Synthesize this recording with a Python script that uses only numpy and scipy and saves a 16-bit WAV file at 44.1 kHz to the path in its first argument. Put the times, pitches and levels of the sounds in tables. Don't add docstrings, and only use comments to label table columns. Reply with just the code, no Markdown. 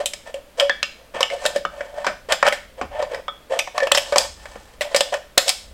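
import sys
import numpy as np
from scipy import signal
from scipy.fft import rfft, irfft, next_fast_len
from scipy.io import wavfile

SR = 44100
rng = np.random.default_rng(int(sys.argv[2]) if len(sys.argv) > 2 else 0)


def to_wav(sig):
    pcm = np.clip(np.atleast_2d(sig), -1, 1) * 32767
    pcm = np.round(pcm).astype(np.int16)
    wavfile.write(sys.argv[1], SR, pcm.T)


N = 252693


def from_db(db):
    return 10 ** (np.asarray(db) / 20)


def rms_one(x):
    return x / np.sqrt(np.mean(x ** 2) + 1e-20)


def attack_one(x):
    return x / np.sqrt(np.mean(x[:SR // 100] ** 2) + 1e-20)


def at_hz(points, hz, axis=1):
    points = np.array(points)
    return np.interp(np.log(np.maximum(hz, 1)), np.log(points[:, 0]), points[:, axis])


def fade(t, t60):
    return np.exp(-np.log(1000) * t / max(t60, .002))


def band(x, edges, order=3):
    sos = signal.butter(order, np.minimum(edges, .48 * SR), "band", fs=SR, output="sos")
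    return signal.sosfilt(sos, x + 1e-18)


def dull(x, hz, order=2):
    return signal.sosfilt(signal.butter(order, min(hz, .45 * SR), fs=SR, output="sos"), x)


def resonance(x, hz, width_hz):
    r = np.exp(-np.pi * width_hz / SR)
    push = np.array([1, 0, -1]) * (1 - r * r) / 2
    memory = [1, -2 * r * np.cos(2 * np.pi * hz / SR), r * r]
    return signal.lfilter(push, memory, x + 1e-18)


def add(out, s, x):
    at = max(round(s * SR), 0)
    out[at:at + len(x)] += x[:max(N - at, 0)]


def waver(n, rate_hz):
    return rms_one(dull(rng.standard_normal(n + SR // 10), rate_hz))[-n:]


AMBIENCE_DB = -49.5
HUM_HZ, HUM_DB = 58.4, -59
# f/Hz, level/dB (per Hz)
AMBIENCE_COLOUR = [(20, -4), (45, -6), (90, -17.5), (220, -13), (380, -17.5), (560, -9.5), (800, -20),
                   (1400, -21), (3500, -26.5), (6000, -32), (8200, -33), (16000, -37)]
# t/s, level/dB
HANDLING_RUMBLE = [(0, -73), (1.3, -60), (1.9, -55), (2.3, -52.5), (2.78, -52.5), (2.85, -40), (2.97, -45),
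                   (3.4, -67), (3.95, -57), (4.25, -46), (4.6, -51), (5.3, -75), (5.7, -47)]


def background():
    t, size = np.arange(N) / SR, next_fast_len(N, True)
    colour = from_db(at_hz(AMBIENCE_COLOUR, np.fft.rfftfreq(size, 1 / SR)))
    noise = irfft(rfft(rng.standard_normal(size)) * colour, size)[:N]
    tone = from_db(AMBIENCE_DB) * rms_one(noise)
    rumble_level = from_db(np.interp(t, *np.transpose(HANDLING_RUMBLE)))
    rumble = rumble_level * rms_one(band(rng.standard_normal(N), (32, 72), order=2))
    hum = from_db(HUM_DB) * np.sqrt(2) * np.sin(2 * np.pi * HUM_HZ * t)
    return tone + rumble + hum


# f/Hz, width/Hz, level/dB
WALL_RESONANCES = [(741, 55, 12), (862, 41, 10), (954, 320, -0.5), (1286, 12, 6), (1508, 18, -0.5),
                   (1798.5, 41, 12.5), (2280, 33, -0.5), (2553, 27, 8.5), (3067, 180, 2), (3366, 85, 14),
                   (3500, 2000, 0), (5110, 180, 13.5), (5440, 110, 2.5), (7225, 280, 13.5), (8100, 690, 5)]


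def wall(force):
    out = 0
    for k, (hz, width_hz, db) in enumerate(WALL_RESONANCES):
        out = out + (-1) ** k * from_db(db) * resonance(force, hz, width_hz)
    return out


def slips(n, per_s, spread_db):
    sizes = from_db(spread_db * np.minimum(rng.exponential(1, n), 4))
    return (rng.random(n) < per_s / SR) * sizes * rng.choice([-1, 1], n)


RASP_HZ, HISS_HZ, HISS_TOP_HZ = (780, 2670), (3500, 24000), 7600
SWELL_DB, EASE_DB = 11, 11
BEND = 0.049
CRINKLES_PER_S, CRINKLE_DB = 35, -8


def rub(rise, fall, air_hz, air_db, rasp_db, hiss_db):
    t, length = np.arange(int(.6 * SR)) / SR, rise + fall
    swell = from_db(np.interp(t, [0, rise, length], [-SWELL_DB, 0, -EASE_DB]))
    pressure = swell * (1 - fade(t, t60=0.004)) * fade(np.maximum(t - length, 0), t60=0.082)
    grip = waver(len(t), rate_hz=47)
    friction = slips(len(t), per_s=7000, spread_db=2.0) * from_db(2.2 * grip)
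    metal = wall(friction)
    rasp_sound = dull(band(metal + .35 * friction, RASP_HZ), hz=1500, order=1)
    rasp = from_db(rasp_db) * rms_one(rasp_sound)

    grit = (rng.standard_normal(len(t)) + .8 * rms_one(friction)) * from_db(1.5 * grip)
    crinkles = rms_one(slips(len(t), CRINKLES_PER_S, spread_db=-1))
    grit = rms_one(grit) + from_db(CRINKLE_DB) * crinkles
    hiss_sound = band(grit + .5 * wall(grit), HISS_HZ, order=2)
    hiss = from_db(hiss_db) * rms_one(dull(hiss_sound, HISS_TOP_HZ, order=3))

    rough = np.clip(1 + (rasp_db - air_db + 4.0) / 16, .15, 1.2)
    climb = BEND * (np.minimum(t / length, 1.5) - .5)
    bend = climb + 0.061 * rough * waver(len(t), rate_hz=49.3)
    phase = 2 * np.pi * np.cumsum(air_hz * (1 + bend)) / SR
    hoot = rms_one(np.sin(phase) * from_db(6.9 * rough * grip))
    airy_slips = resonance(band(friction, (470, 950)), air_hz * 1.237, width_hz=65)
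    rustle = from_db(-1.0) * rough * rms_one(airy_slips)
    air = from_db(air_db) * rms_one(hoot + rustle)
    return pressure * (rasp + hiss + air)


# start t/s, rise/s, fall/s, mid-stroke air f/Hz, air level/dB, rasp level/dB, hiss level/dB
BLADE_STROKES = [(0, 0.0045, 0.029, 572, -18, -27, -39.5), (.255, 0.019, 0.033, 530, -34, -36.5, -47),
                 (.342, 0.0096, 0.038, 556, -25.5, -42, -51), (.572, 0.034, 0.017, 525, -25, -30.5, -38.5),
                 (.612, 0.014, 0.045, 556.4, -13, -32, -45), (.98, 0.025, 0.054, 539, -42, -50, -66),
                 (1.138, 0.012, 0.11, 543, -26.5, -27, -45), (1.3, 0.034, 0.058, 555, -25, -35.5, -42.5),
                 (1.39, 0.055, 0.14, 590, -29, -33.5, -39.5), (1.71, .1, 0.13, 570, -32.5, -41.5, -52),
                 (1.94, 0.038, 0.16, 580, -27.5, -37, -49.5),
                 (2.287, 0.031, 0.018, 594.3, -16.5, -19.5, -34),
                 (2.438, 0.04, 0.022, 560, -18, -15.5, -35.5), (2.775, 0.0055, 0.089, 550, -33, -43, -57),
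                 (2.91, 0.1, 0.063, 595, -22, -31, -49), (3.09, 0.045, 0.066, 524.6, -28, -33.5, -48.5),
                 (3.497, 0.038, 0.074, 527.8, -19, -29, -43), (3.745, .02, 0.063, 581, -20.5, -29, -43),
                 (3.822, 0.005, 0.055, 552, -14, -30, -42), (3.99, 0.0053, 0.162, 568, -30, -36, -36.5),
                 (4.128, 0.0087, 0.023, 584, -20, -33, -45),
                 (4.168, 0.015, 0.077, 559.6, -21.5, -25, -26.5), (4.36, 0.085, .31, 565, -51, -45.5, -51),
                 (4.82, 0.035, 0.053, 585, -31, -41, -54), (4.895, 0.036, 0.16, 572, -33, -38.5, -46),
                 (5.12, 0.0066, 0.047, 588, -17.5, -25.5, -37.5),
                 (5.458, 0.024, 0.0035, 554.5, -21, -30, -27)]


def strokes(out):
    for s, rise, fall, *stroke in BLADE_STROKES:
        add(out, s, rub(max(rise, .003), max(fall, .003), *stroke))


# f/Hz, level/dB, t60/s
ROOM_ANSWER = [(150, -1, 0.29), (517, -13.5, 0.22), (1180, -14.5, 0.38), (2520, -12.5, 0.4),
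               (4930, -10, 0.4), (9200, -13.5, 0.43), (15000, -8.5, 0.26)]


def room(x):
    t = np.arange(int(.7 * SR)) / SR
    edges = np.geomspace(100, 17000, 13)
    build_up = 1 - fade(np.maximum(t - .004, 0), t60=0.034)
    response = np.zeros(len(t))
    for low, high in zip(edges, edges[1:]):
        hz = np.sqrt(low * high)
        die_away = fade(t, at_hz(ROOM_ANSWER, hz, axis=2))
        tail = band(rng.standard_normal(len(t)), (low, high)) * build_up * die_away
        share = np.sqrt(2 * (high - low) / SR / len(t))
        response += from_db(at_hz(ROOM_ANSWER, hz)) * rms_one(tail) * share
    return signal.fftconvolve(x, response)[:N]


THUD_HZ, BUCKLE_HZ, TEAR_HZ, CRACK_HZ = (188, 680), (626, 2310), (2200, 6200), (6000, 20000)
CRACK_DB, CRACK_PER_BRIGHTNESS = -9.5, 0.38
THUD_DB = -23.5
AIR_HZ, AIR_SPREAD = 566.6, 0.023


def snap(level_db, brightness_db, t60, air_db, panel_hz, crack_db):
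    t = np.arange(int(.3 * SR)) / SR
    buckle_db, tear_db = level_db - brightness_db / 2, level_db + brightness_db / 2
    top_db = tear_db + crack_db + CRACK_PER_BRIGHTNESS * brightness_db
    give = 2.3 * fade(t, t60=.009)
    cascade = fade(t, t60) + from_db(1.0) * fade(t, t60 * 2.42)
    force = rng.choice([-1, 1], len(t)) * (give + cascade)
    metal = force + from_db(-2.5) * wall(force)
    metal = metal + from_db(8) * resonance(metal, panel_hz, panel_hz * .2)

    buckle = from_db(buckle_db) * attack_one(band(metal, BUCKLE_HZ))
    tear = from_db(tear_db) * attack_one(band(metal, TEAR_HZ, order=4))
    crack = from_db(top_db) * attack_one(dull(band(metal, CRACK_HZ), hz=8500, order=2))
    thud = from_db(buckle_db + THUD_DB) * attack_one(band(force, THUD_HZ))
    air_hz = AIR_HZ * (1 + AIR_SPREAD * rng.standard_normal())
    air_fade = fade(t, t60=0.044) + from_db(-26) * fade(t, t60=0.2)
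    hoot = np.sin(2 * np.pi * air_hz * t) * air_fade * (1 - fade(t, t60=0.018))
    return buckle + tear + crack + thud + from_db(air_db) * attack_one(hoot)


# t/s, level/dB, brightness/dB, t60/s, air level/dB, panel f/Hz
WALL_SNAPS = [(.058, -27.5, 19, 0.045, -31, 3600), (.135, -32.5, 10, .019, -39, 8650),
              (.342, -36.5, 5, 0.019, -28.5, 2770), (0.604, -20, -2.5, 0.043, -20, 3200),
              (1.2063, -20.5, -3, 0.04, -18.5, 1080), (1.453, -22.5, -2, 0.045, -17.5, 1630),
              (1.4615, -20.5, 9.5, 0.034, -21.5, 3720), (1.56, -29, 2, 0.055, -14.5, 1640),
              (1.807, -35, -15, 0.039, -26.5, 1670), (2.045, -28, -11, 0.071, -41, 910),
              (2.066, -20.5, -7, 0.058, -21.5, 1440), (2.3218, -16, 3.5, 0.039, -19, 1580),
              (2.4272, -16.5, -13, 0.017, -16, 1330), (2.466, -20, -5.5, 0.044, -22, 1700),
              (2.4766, -20, -7.5, 0.02, -12.5, 1710), (2.484, -20.5, 2.5, 0.018, -26, 3010),
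              (2.524, -23.5, -1.5, 0.087, -23.5, 1850), (2.813, -29.5, -14, 0.046, -36, 1050),
              (3.0246, -30, -6, 0.036, -20.5, 990), (3.145, -31.5, -5.5, .031, -28, 1800),
              (3.59, -22, 7, 0.027, -25.5, 2400), (3.674, -35.5, -13.5, .018, -35.5, 920),
              (3.7789, -21, -6, 0.024, -37, 1100), (3.832, -28, -4, 0.03, -21, 1760),
              (3.8707, -26, -5, 0.024, -17.5, 2920), (3.916, -20, -8.5, 0.0091, -28, 1070),
              (3.9187, -13.5, 9, 0.011, -14.5, 3470), (3.948, -16.5, 4, 0.047, -21, 5500),
              (3.974, -17.5, 5, 0.032, -17.5, 2860), (3.981, -24, 7, 0.02, -32, 2720),
              (4.1232, -26, -5, 0.055, -15, 1240), (4.159, -17, -4.5, 0.055, -13.5, 940),
              (4.182, -15.5, 14.5, 0.019, -27, 4830), (4.455, -39.5, -8, 0.027, -39.5, 1630),
              (4.556, -44, -9.5, 0.061, -44, 1180), (4.809, -24.5, 0.5, 0.058, -21, 1970),
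              (4.817, -27, 5.5, 0.069, -29, 3530), (4.946, -18, 0.5, 0.066, -12, 3900),
              (4.962, -19, 12.5, 0.048, -23.5, 4960), (5.007, -16.5, 7, 0.029, -15.5, 3840),
              (5.14, -26, -2, 0.025, -38, 1760), (5.3752, -25.5, -8, 0.075, -15, 1500),
              (5.3781, -11, 11.5, 0.023, -20, 4080), (5.48, -21.5, 12, 0.045, -31.5, 5000),
              (5.492, -19.5, 15.5, .021, -43, 4370), (5.498, -23.5, 12, 0.043, -54, 4950)]


def snaps(out):
    for s, *blow in WALL_SNAPS:
        add(out, s, snap(*blow, CRACK_DB))


def ping(hz, level_db, t60):
    t = np.arange(int(.7 * SR)) / SR
    modes = 0
    for detune, size, life in [(-.07, 0.052, 0.57), (-.024, 0.61, 1), (0, 1, 0.58), (.021, .5, 1), (.06, 0.13, 1)]:
        phase = 2 * np.pi * hz * (1 + detune + rng.normal(0, .003)) * t
        modes = modes + size * np.sin(phase) * fade(t, t60 * life)
    return from_db(level_db) * attack_one(modes * (1 - fade(t, t60=0.023)))


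CHIME_DB, CHIME_SPREAD_DB = -8.5, 8
# f/Hz, level/dB, t60/s
CAN_CHIME = [(1186, -18, 0.24), (1248, -3.5, 0.087), (1760, -11, 0.17), (2240, 4, 0.093),
             (2304, -17.5, 0.36), (3085, -23, 0.18), (3470, -17.5, 0.13), (3540, -10.5, 0.14)]


def chime():
    t = np.arange(int(.4 * SR)) / SR
    modes = 0
    for hz, mode_db, t60 in CAN_CHIME:
        size = from_db(mode_db + rng.normal(0, CHIME_SPREAD_DB)) * rng.choice([-1, 1])
        modes = modes + size * np.sin(2 * np.pi * hz * t) * fade(t, t60)
    return attack_one(modes)


POP_T60_S, POP_CRACK_DB, POP_AIR_DB = 0.016, -19, -8.5
POP_NEUTRAL_HZ, POP_BRIGHTNESS_DB_PER_OCTAVE = 2210, 21


def pop(level_db, hz):
    brightness_db = POP_BRIGHTNESS_DB_PER_OCTAVE * np.log2(hz / POP_NEUTRAL_HZ)
    air_db = level_db - brightness_db / 2 + POP_AIR_DB
    out = from_db(level_db + CHIME_DB) * chime()
    add(out, 0, snap(level_db, brightness_db, POP_T60_S, air_db, hz, POP_CRACK_DB))
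    return out


# t/s, pop level/dB, main f/Hz, main level/dB, second f/Hz, second level/dB, t60/s
DENT_POPS = [(.598, -20.5, 3075, -18, 5480, -40, 0.033), (0.6954, -21, 1700, -20.5, 3394, -28.5, 0.093),
             (0.8288, -20.5, 2795, -23, 5590, -36, 0.059), (1.2291, -18, 2890, -20.5, 3600, -41, 0.041),
             (1.301, -34, 2190, -29.5, 2690, -42, 0.075), (1.651, -28, 1280, -30, 3040, -32.5, 0.034),
             (3.281, -33, 1275, -24, 3400, -31.5, 0.085), (3.594, -25, 2510, -25.5, 5930, -30.5, 0.067),
             (3.803, -29, 1785, -23, 2320, -42, 0.18)]


def pops(out):
    for s, pop_db, main_hz, main_db, second_hz, second_db, t60 in DENT_POPS:
        add(out, s, pop(pop_db, main_hz))
        add(out, s, ping(main_hz, main_db, t60) + ping(second_hz, second_db, t60))


BUMP_T60_S = 0.067


def bump(level_db):
    t = np.arange(int(.3 * SR)) / SR
    knock = rng.standard_normal(len(t)) * fade(t, BUMP_T60_S)
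    return from_db(level_db) * attack_one(band(knock, THUD_HZ))


# t/s, level/dB
MAT_BUMPS = [(1.147, -35), (1.562, -36), (1.651, -34), (2.069, -29.5), (2.813, -29.5), (2.831, -36),
             (4.159, -29.5), (4.556, -36)]


def bumps(out):
    for s, level_db in MAT_BUMPS:
        add(out, s, bump(level_db))


# t/s, f/Hz, level/dB, t60/s
STEEL_RINGS = [(4.181, 5200, -44.5, 0.99), (5.493, 7400, -42, .17)]


def blade_rings(out):
    for s, hz, level_db, t60 in STEEL_RINGS:
        add(out, s, ping(hz, level_db, t60))


def scene():
    close = np.zeros(N)
    for play in (strokes, snaps, pops, bumps, blade_rings):
        play(close)
    mono = close + room(close) + background()
    return np.array([mono, mono])


CUTOFF_HZ = 16000


def record(dry):
    clipped = np.clip(dry, -1, 1)
    return signal.sosfilt(signal.ellip(10, .1, 80, CUTOFF_HZ, fs=SR, output="sos"), clipped)


dry = scene()
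out = record(dry)
to_wav(out)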